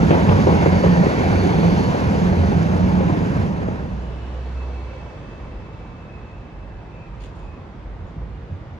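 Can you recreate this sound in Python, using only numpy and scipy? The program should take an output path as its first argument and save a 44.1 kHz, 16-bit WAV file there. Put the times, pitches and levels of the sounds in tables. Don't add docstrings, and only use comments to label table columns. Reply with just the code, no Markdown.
import sys
import numpy as np
from scipy import signal
from scipy.fft import rfft, irfft, next_fast_len
from scipy.io import wavfile
from scipy.ndimage import uniform_filter1d

SR = 44100
rng = np.random.default_rng(int(sys.argv[2]) if len(sys.argv) > 2 else 0)


def to_wav(sig):
    pcm = np.clip(np.atleast_2d(sig), -1, 1) * 32767
    pcm = np.round(pcm).astype(np.int16)
    wavfile.write(sys.argv[1], SR, pcm.T)


N = 387638
TIME_S = np.arange(N) / SR


# time in seconds, wheel roar in dB, rail hiss in dB, body rumble in dB.
PASS_LEVELS = [(0, -21.5, -44, -0.5), (1.75, -23, -44, -0.5), (2.3, -25.5, -46.5, -0.5),
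               (3.05, -25, -49, -0.5), (3.41, -27.5, -50, -2.5), (3.52, -31, -54, -3.5),
               (3.8, -34, -58, -7), (4.05, -41.5, -65, -17)]
# frequency in Hz, density in dB.
ROAR_COLOUR = [(22, -29), (42, -26.5), (65, -1), (120, -3.5), (230, -1), (300, -1), (500, -4), (700, -8),
               (950, -10), (1250, -17), (1800, -19), (2400, -29.5), (4000, -53)]
# frequency in Hz, density in dB.
HISS_COLOUR = [(900, -25), (1700, -6), (2350, -6.5), (3200, -11.5), (3900, -14), (4450, -15), (5200, -17),
               (6500, -19.5), (7900, -28.5), (10500, -31.5), (13000, -38)]
# frequency in Hz at the loudest time, pole width in Hz,
# level in dB, loudest time in seconds, rise in seconds, fall in seconds, glide in Hz per second.
RAIL_MODES = [(1704, 740, -3.5, 0.89, 2, 2, 0), (1770, 260, 7.5, .9, .2, 0.35, 600.5),
              (2186, 140, 4, 0.74, .25, 0.13, 1), (2260, 220, 1.5, 1.2, 0.19, 0.5, 2),
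              (2640, 200, -6.5, 3.6, 1.1, .87, 0), (4390, 380, -6.5, 1.8, 1.7, 0.3, -130),
              (4450, 45, -9.5, 1.5, 1.1, 1.1, 0), (5420, 90, -15, .1, .5, 1.9, 1),
              (5850, 45, -19, 1.2, 1.2, 1.2, 0), (6530, 430, -13, 0.55, 0.38, 1.5, -150)]
# frequency in Hz, pole width in Hz, level in dB.
BODY_MODES = [(88.77, 41.5, -24.5), (175, 71.4, -20.5)]
# peak in seconds, length in seconds, frequency in Hz, level in dB.
BOOMS = [(0.033, 0.068, 163, -15), (0.34, 0.13, 93.9, -17.5), (0.377, .24, 212, -21),
         (0.487, 0.077, 97, -19.5), (0.541, 0.075, 164.7, -16), (0.722, 0.14, 178.5, -17.5),
         (0.726, 0.14, 90, -24), (0.911, 0.17, 177.8, -13), (1.012, 0.047, 185, -14.5),
         (1.33, 0.19, 96.7, -23.5), (1.56, 0.039, 162.7, -12), (1.66, 0.085, 166.9, -9.5),
         (1.79, 0.21, 178.7, -20.5), (2.068, 0.065, 88, -20), (2.254, 0.14, 177.5, -15),
         (2.42, 0.15, 85.1, -16.5), (2.586, 0.16, 87.25, -19.5), (2.603, 0.13, 162, -18),
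         (2.845, 0.12, 91, -20), (2.926, 0.36, 184.2, -21.5), (3.405, 0.083, 95, -19)]
# centre in seconds, length in seconds, gain in dB.
LULLS = [(0.226, 0.09, 0), (0.8, 0.05, -5), (1.127, 0.04, -19), (1.982, 0.099, -9.5), (3.56, 0.046, -2),
         (3.787, .07, -4.5)]
# start in seconds, ring in dB, ring pitch in Hz, thump in dB, crack in dB.
KNOCKS = [(0.027, -11, 420, -22, -33), (0.106, -1.5, 480, -2, -20), (0.126, -5, 470, -13, -28),
          (0.139, -5.5, 520, -16, -29), (0.17, -11, 450, -20, -35), (0.216, -13, 400, -22, -35),
          (0.288, -5.5, 500, 2, -22), (0.308, -11, 600, -16, -35), (0.385, -8.5, 400, -13, -32),
          (0.468, -2, 500, -13, -29), (0.487, -6, 470, -20, -34), (0.518, -7, 440, -18, -34),
          (0.538, -10, 480, -14, -35), (0.619, -10, 350, -12, -35), (0.658, -2, 470, -6, -31),
          (0.837, -7, 520, -14, -32), (0.858, -9, 480, -22, -35), (1.03, -9, 560, -22, -36),
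          (1.057, -5.5, 430, -12, -33), (1.208, -8, 380, -15, -35), (1.323, -9, 800, -22, -34),
          (1.455, -10.5, 400, -13, -32), (1.585, -10, 440, -20, -35), (1.628, -9, 480, -22, -35),
          (1.68, -12, 480, -22, -36), (1.794, -9.5, 420, -12, -34), (1.945, -7, 450, -22, -34),
          (2.14, -13, 480, -16, -35), (2.324, -12.5, 480, -16, -38), (2.433, -15, 700, -24, -37),
          (2.512, -14, 480, -20, -38), (3.004, -10, 530, -18, -36), (3.094, -10.5, 400, -17, -42),
          (3.615, -14.5, 440, -23, -47), (3.678, -14.5, 440, -25, -49)]
# multiple of the ring pitch, level in dB, t60 in seconds.
BOGIE_MODES = [(0.661, 2, 0.07), (0.819, -2.5, 0.11), (1, 1, 0.097), (1.19, -1, 0.059), (1.45, -5, 0.058),
               (1.83, -6.5, 0.064), (2.3, -28, .04)]
# frequency in Hz, coherence from 0 to 1,
# phase lead of left in radians, left minus right in dB.
NEAR_STEREO = [(45, 1, 0.12, -1), (161, 0.95, 0.45, -3.5), (326, 0.67, 1.3, -0.5), (664, 0.77, 1.7, 2),
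               (940, 0.86, 1.64, 0.5), (1250, 1, 2.16, -1.5), (1560, 0.62, 2.74, -5),
               (1904, 0.65, 3.36, -1.5), (2660, 0.41, 6.4, -1.5), (3340, 0.18, 7.8, -1.5),
               (4400, 0.98, 7.44, -0.5), (5160, 0.12, 6.1, -1.5), (5780, 0.92, 4.74, -3.5),
               (12070, 1, 14.17, 1)]

# peak in seconds, length in seconds, frequency in Hz, level in dB.
HELD_NOTE = (5.35, 4.0, 2620, -58.5)
# peak in seconds, length in seconds, frequency in Hz, level in dB.
CRIES = [(4.2, .3, 2625, -58), (4.46, .14, 2615, -56), (4.61, .13, 2606, -52.5), (4.76, .1, 2612, -53),
         (4.9, .12, 2640, -55), (5.0, .12, 2605, -54), (4.92, .6, 2265, -56.5), (5.33, .1, 2620, -53),
         (5.44, .1, 2290, -57), (5.8, .5, 2295, -62), (6.15, .11, 2572, -52), (6.3, .18, 2580, -57),
         (7.0, .16, 2632, -56), (7.02, .18, 2552, -57.5), (7.08, .4, 2380, -61), (7.27, .08, 2550, -59),
         (7.5, .22, 2546, -57)]
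# peak in seconds, length in seconds, frequency in Hz, pole width in Hz, level in dB.
SCRAPE = (4.2, 0.5, 2920, 180, -58)
# time in seconds, firing frequency in Hz, level in dB.
ENGINE_DRONE = [(3.75, 59, -38), (3.95, 60, -30.5), (4.2, 63, -28.5), (4.4, 64, -28.5), (4.62, 64.5, -26.5),
                (4.83, 64, -30), (5.0, 62, -37), (5.2, 60, -44)]
# start in seconds, rattle in dB, ping in dB, t60 in seconds.
CLATTERS = [(7.201, -50, -63, .14), (7.216, -54.5, -65, .14), (7.236, -47, -59.5, .1),
            (7.253, -59, -69, .45), (7.35, -64, -75, .6), (7.385, -66, -76, .5), (8.066, -73, -70, .25)]
# frequency in Hz, density in dB.
CLATTER_COLOUR = [(600, -22), (1500, -6), (2850, 0), (3120, -4), (3350, 1), (4050, -10), (4480, -4.5),
                  (5400, -14), (6700, -11), (7500, -21), (8400, -17), (9400, -24), (12000, -31),
                  (14000, -47)]
# start in seconds, pitch in Hz, level in dB.
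THUDS = [(8.005, 85, -24), (8.04, 58, -25), (8.16, 160, -26), (8.175, 60, -24), (8.21, 56, -19),
         (8.425, 65, -27), (8.512, 90, -18.5)]
# time in seconds, centre in Hz, level in dB.
TYRE_SIZZLE = [(4.1, 5300, -83), (4.35, 5560, -78), (4.75, 5850, -75), (5.15, 6200, -77), (5.5, 6450, -84)]
# peak in seconds, length in seconds, level in dB.
GROANS = [(4.43, .12, -50), (4.95, 0.09, -39.5)]
# time in seconds, rumble in dB, tyre wash in dB, deep throb in dB.
TRAFFIC_LEVELS = [(4.1, -42.5, -46, -38.5), (4.7, -44.5, -45.5, -44), (5.5, -43.5, -48, -36),
                  (6.05, -44, -49, -42), (6.6, -45.5, -50, -39.5), (7.2, -44.5, -49.5, -39),
                  (7.9, -45, -50, -39), (8.3, -43, -50, -37), (8.79, -43.5, -50, -43)]
# frequency in Hz, density in dB.
THROB_COLOUR = [(18, -16), (32, -1), (50, 26.5), (70, 8), (100, -1.5), (200, -60)]
# frequency in Hz, density in dB.
RUMBLE_COLOUR = [(45, -20.5), (85, 0.5), (160, -5), (230, -11.5), (330, -17.5), (700, -56)]
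# frequency in Hz, density in dB.
WASH_COLOUR = [(120, -5.5), (300, -2.5), (500, -1.5), (660, -5.5), (1000, -6.5), (1400, -12.5),
               (2100, -16.5), (3000, -25), (4500, -37)]
# frequency in Hz, density in dB.
FAR_HISS_COLOUR = [(1800, -18), (3400, 0), (4200, -4.5), (5600, -9), (6800, -12), (8400, -24), (9800, -31),
                   (11200, -30), (13000, -41)]
# frequency in Hz, coherence from 0 to 1,
# phase lead of left in radians, left minus right in dB.
FAR_STEREO = [(45, 0.92, 0.03, -2), (170, 1, 0.37, -2), (340, 0.8, 0.13, -2), (620, 0.72, 0.66, 0.5),
              (1300, 0.23, 0.36, -2), (2780, 0.27, 0.8, -0.2), (6000, 0.091, -1.5, -0.5),
              (7100, .1, -3.5, -2), (8100, 1, -6.5, -1), (9800, .3, -4, 3), (11200, .8, -6.3, -2)]

THUMP_HZ, THUMP_T60_S, CRACK_T60_S = 149, 0.057, .06
STRIKE_ATTACK_S = .0022
THUD_ATTACK_S, THUD_T60_S = .003, .17
ECHO_DELAY_S, ECHO_SHRINK_S_PER_S = .00068, .000095
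ECHO_PEAK_S, ECHO_LENGTH_S, ECHO_GAIN = 4.8, 1.6, .2
LOW_CUT_HZ, EDGE_HZ, CEILING = 33, 14200, .92


def gain_of(db):
    return 10 ** (np.asarray(db) / 20)


def evened(x):
    return x / np.sqrt(np.mean(x ** 2) + 1e-20)


def read(points, hz):
    f, *columns = np.transpose(points)
    return [np.interp(np.log(hz + 1), np.log(f + 1), c) for c in columns]


def levels(rows, fade_db_per_s=50):
    s, *columns = np.transpose(rows)
    outside_s = np.maximum(s[0] - TIME_S, 0) + np.maximum(TIME_S - s[-1], 0)
    return [gain_of(np.interp(TIME_S, s, c) - fade_db_per_s * outside_s) for c in columns]


def add(mix, start_s, sound):
    part = mix[..., max(round(start_s * SR), 0):][..., :sound.shape[-1]]
    part += sound[..., :part.shape[-1]]


def swell(peak_s, length_s):
    return np.exp(-np.minimum((2 * (TIME_S - peak_s) / length_s) ** 2, 20))


def swells(rows):
    return sum(gain_of(db) * swell(s, length_s) for s, length_s, db in rows)


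def wander(hz):
    size = next_fast_len(N, True)
    smooth = np.exp(-np.minimum(np.fft.rfftfreq(size, 1 / SR) / hz, 10) ** 2)
    return evened(irfft(rfft(rng.standard_normal(size)) * smooth, size)[:N])


def steadied(x, window_s):
    power = uniform_filter1d(x ** 2, max(int(window_s * SR), 1), axis=-1)
    return x / np.sqrt(abs(power) + 1e-12)


def tone(hz, waver):
    return evened(np.sin(2 * np.pi * (rng.random() + np.cumsum(hz * (1 + waver)) / SR)))


def noise(colour, patchy_db, size=1024, skirt_db_per_octave=30):
    hz, _, z = signal.stft(rng.standard_normal((2, N)), SR, nperseg=size)
    patches = uniform_filter1d(rng.standard_normal(z.shape[1:]), size=10, axis=0)
    patches = evened(uniform_filter1d(patches, size=6, axis=1))
    octaves_above = np.log2(np.maximum(hz / colour[-1][0], 1))
    shape_db = read(colour, hz)[0] - skirt_db_per_octave * octaves_above
    shaped = z * gain_of(shape_db[:, None] + patchy_db * patches)
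    return evened(signal.istft(shaped, SR, nperseg=size)[1][:, :N])


def ringing(hz, width_hz, size=N):
    r = np.exp(-np.pi * width_hz / SR)
    drive = rng.standard_normal((2, 2, size + SR // 8))
    slow = signal.lfilter([1], [1, -2 * r, r * r], drive)[..., -size:]
    angle = 2 * np.pi * np.cumsum(hz * np.ones(size)) / SR
    return evened(slow[0] * np.cos(angle) + slow[1] * np.sin(angle))


def rolling(roar_db=3, hiss_db=7.5, judder_db=0.4, flicker_db=0.67):
    roar_gain, hiss_gain, _ = levels(PASS_LEVELS)
    judder = wander(47)
    roar = steadied(noise(ROAR_COLOUR, patchy_db=1.5, size=2048), 0.056)
    roar = roar * roar_gain * gain_of(roar_db + judder_db * judder)
    hiss = noise(HISS_COLOUR, patchy_db=1.16) * gain_of(hiss_db + flicker_db * judder)
    modes = 0
    for hz, width_hz, db, s, rise_s, fall_s, glide_hz_per_s in RAIL_MODES:
        passing = np.exp(-((TIME_S - s) / np.where(TIME_S < s, rise_s, fall_s)) ** 2)
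        flutter_db = 1.5 * wander(12) + 1.5 * wander(90)
        mode = ringing(hz + glide_hz_per_s * (TIME_S - s), width_hz)
        modes = modes + gain_of(db + flutter_db) * passing * mode
    return roar + hiss_gain * (hiss + modes)


def booming(surge_db=1.2, boom_db=-1.5, waver=0.02):
    lull_db = sum(db * swell(s, length_s) for s, length_s, db in LULLS)
    rumble = sum(steadied(ringing(hz, width_hz), .08) * gain_of(db + surge_db * wander(20))
                 for hz, width_hz, db in BODY_MODES)
    drift = waver * wander(18.2)
    booms = sum(gain_of(db + boom_db) * swell(s, length_s) * tone(hz, drift)
                for s, length_s, hz, db in BOOMS)
    return rumble * levels(PASS_LEVELS)[2] * gain_of(lull_db) + np.outer([1, 0], booms)


def knocks(rattle_db=-16, rattle_t60_s=0.23):
    t, out = np.arange(SR // 3) / SR, np.zeros((2, N))
    crack_band = signal.butter(3, [900, 3000], "band", fs=SR, output="sos")
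    rattle_band = signal.butter(2, [250, 850], "band", fs=SR, output="sos")

    def burst(band, db, t60_s):
        return evened(signal.sosfilt(band, rng.standard_normal((2, len(t))))) * gain_of(db - 60 * t / t60_s)

    for s, ring_db, pitch_hz, thump_db, crack_db in KNOCKS:
        ring = sum(gain_of(db - 60 * t / t60_s) * np.sin(2 * np.pi * (pitch_hz * ratio * t + rng.random()))
                   for ratio, db, t60_s in BOGIE_MODES)
        ring = gain_of(ring_db) * ring / abs(ring).max()
        thump = gain_of(thump_db - 60 * t / THUMP_T60_S) * np.sin(2 * np.pi * THUMP_HZ * t)
        crack = burst(crack_band, crack_db, CRACK_T60_S)
        rattle = burst(rattle_band, ring_db + rattle_db, rattle_t60_s)
        blow = np.outer([1, 0], ring + thump) + crack + rattle
        add(out, s, blow * (1 - np.exp(-t / STRIKE_ATTACK_S)))
    return out


def squeal(width_hz=46, cry_width_hz=24, stutter_db=1.4):
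    s, length_s, hz, scrape_width_hz, db = SCRAPE
    out = gain_of(db) * swell(s, length_s) * ringing(hz, scrape_width_hz)
    s, length_s, hz, db = HELD_NOTE
    drift = 1 + .004 * wander(8)
    held = steadied(ringing(hz * drift, width_hz), .06)
    out += gain_of(db + stutter_db * wander(18)) * swell(s, length_s) * held
    for s, length_s, hz, db in CRIES:
        t = np.arange(-length_s, length_s, 1 / SR)
        cry = steadied(ringing(hz, cry_width_hz, size=len(t)), .04)
        add(out, s - length_s, gain_of(db) * np.exp(-(2 * t / length_s) ** 2) * cry)
    return out


def engine(waver=0.0052, throb_db=0.5):
    s, hz, db = np.transpose(ENGINE_DRONE)
    turns = np.cumsum(np.interp(TIME_S, s, hz) * (1 + waver * wander(4.5))) / SR
    note = evened(np.sin(2 * np.pi * turns)) * levels(np.c_[s, db])[0] * gain_of(throb_db * wander(13))
    return np.array([note, np.zeros(N)])


def clatter(ping_hz=6750, ping_width_hz=380):
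    grains = gain_of(2 * wander(400))
    rattle = steadied(grains * noise(CLATTER_COLOUR, patchy_db=2, size=256), .012)
    ping = steadied(ringing(ping_hz, ping_width_hz), .02)
    out = np.zeros((2, N))
    for s, rattle_db, ping_db, t60_s in CLATTERS:
        t = np.maximum(TIME_S - s, 0)
        envelope = (1 - np.exp(-t / STRIKE_ATTACK_S)) * gain_of(-60 * t / t60_s)
        out += envelope * (gain_of(rattle_db) * rattle + gain_of(ping_db) * ping)
    return out


def thuds(overtone_ratio=1.7, overtone_db=-6):
    t, out = np.arange(SR // 3) / SR, np.zeros((2, N))
    decay = gain_of(-60 * t / THUD_T60_S)
    for s, hz, db in THUDS:
        overtone = gain_of(overtone_db) * decay * np.sin(2 * np.pi * hz * overtone_ratio * t)
        ring = np.sin(2 * np.pi * hz * t) + overtone
        add(out[0], s, gain_of(db) * (1 - np.exp(-t / THUD_ATTACK_S)) * decay * ring)
    return out


def far_tones(groan_hz=516, groan_width_hz=18, sizzle_width_hz=520):
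    s, hz, db = np.transpose(TYRE_SIZZLE)
    sizzle = levels(np.c_[s, db])[0] * ringing(np.interp(TIME_S, s, hz), sizzle_width_hz)
    return sizzle + swells(GROANS) * steadied(ringing(groan_hz, groan_width_hz), 0.072)


def skimmed(hiss):
    delay_s = ECHO_DELAY_S - ECHO_SHRINK_S_PER_S * (TIME_S - ECHO_PEAK_S)
    share = ECHO_GAIN * swell(ECHO_PEAK_S, ECHO_LENGTH_S)
    echo = np.array([np.interp(TIME_S - delay_s, TIME_S, h) for h in hiss])
    return (hiss + share * echo) / np.hypot(1, share)


def town(lumpy_db=3.5, rumble_db=5.5, wash_db=7.0, hiss_db=-15.0):
    rumble_gain, wash_gain, throb_gain = levels(TRAFFIC_LEVELS, fade_db_per_s=7.5)
    throb = steadied(noise(THROB_COLOUR, patchy_db=5.0, size=4096), 0.15)
    throb = throb * throb_gain * gain_of(lumpy_db * wander(5.7))
    rumble = steadied(noise(RUMBLE_COLOUR, patchy_db=1.0, size=4096), 0.2) * rumble_gain * gain_of(rumble_db)
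    wash = noise(WASH_COLOUR, patchy_db=1.0, size=2048) * wash_gain * gain_of(wash_db)
    hiss_gain = wash_gain ** 2 / wash_gain[-1] * gain_of(hiss_db)
    return throb + rumble + wash + hiss_gain * skimmed(noise(FAR_HISS_COLOUR, patchy_db=1.0))


def ports(pair, table):
    size = next_fast_len(N + SR)
    coherence, phase_rad, balance_db = read(table, np.fft.rfftfreq(size, 1 / SR))
    coherence = np.clip(coherence, 0, 1)
    direct, scattered = rfft(pair, size) * np.sqrt([(1 + coherence) / 2, (1 - coherence) / 2])
    lead = gain_of(balance_db / 2) * np.exp(.5j * phase_rad)
    return irfft(np.array([(direct + scattered) * lead, (direct - scattered) / lead]), size)[:, :N]


def scene():
    near = rolling() + booming() + knocks()
    far = squeal() + engine() + clatter() + thuds() + far_tones() + town()
    return ports(near, NEAR_STEREO) + ports(far, FAR_STEREO)


def record(dry):
    thinned = signal.sosfilt(signal.butter(4, LOW_CUT_HZ, "high", fs=SR, output="sos"), dry)
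    rounded = thinned / (1 + (thinned / CEILING) ** 6) ** (1 / 6)
    eased = rounded * signal.windows.tukey(N, .0005)
    band_limit = signal.firwin(511, EDGE_HZ, window=("kaiser", 9), fs=SR)
    return signal.oaconvolve(eased, band_limit[None], "same")


dry = scene()
out = record(dry)
to_wav(out)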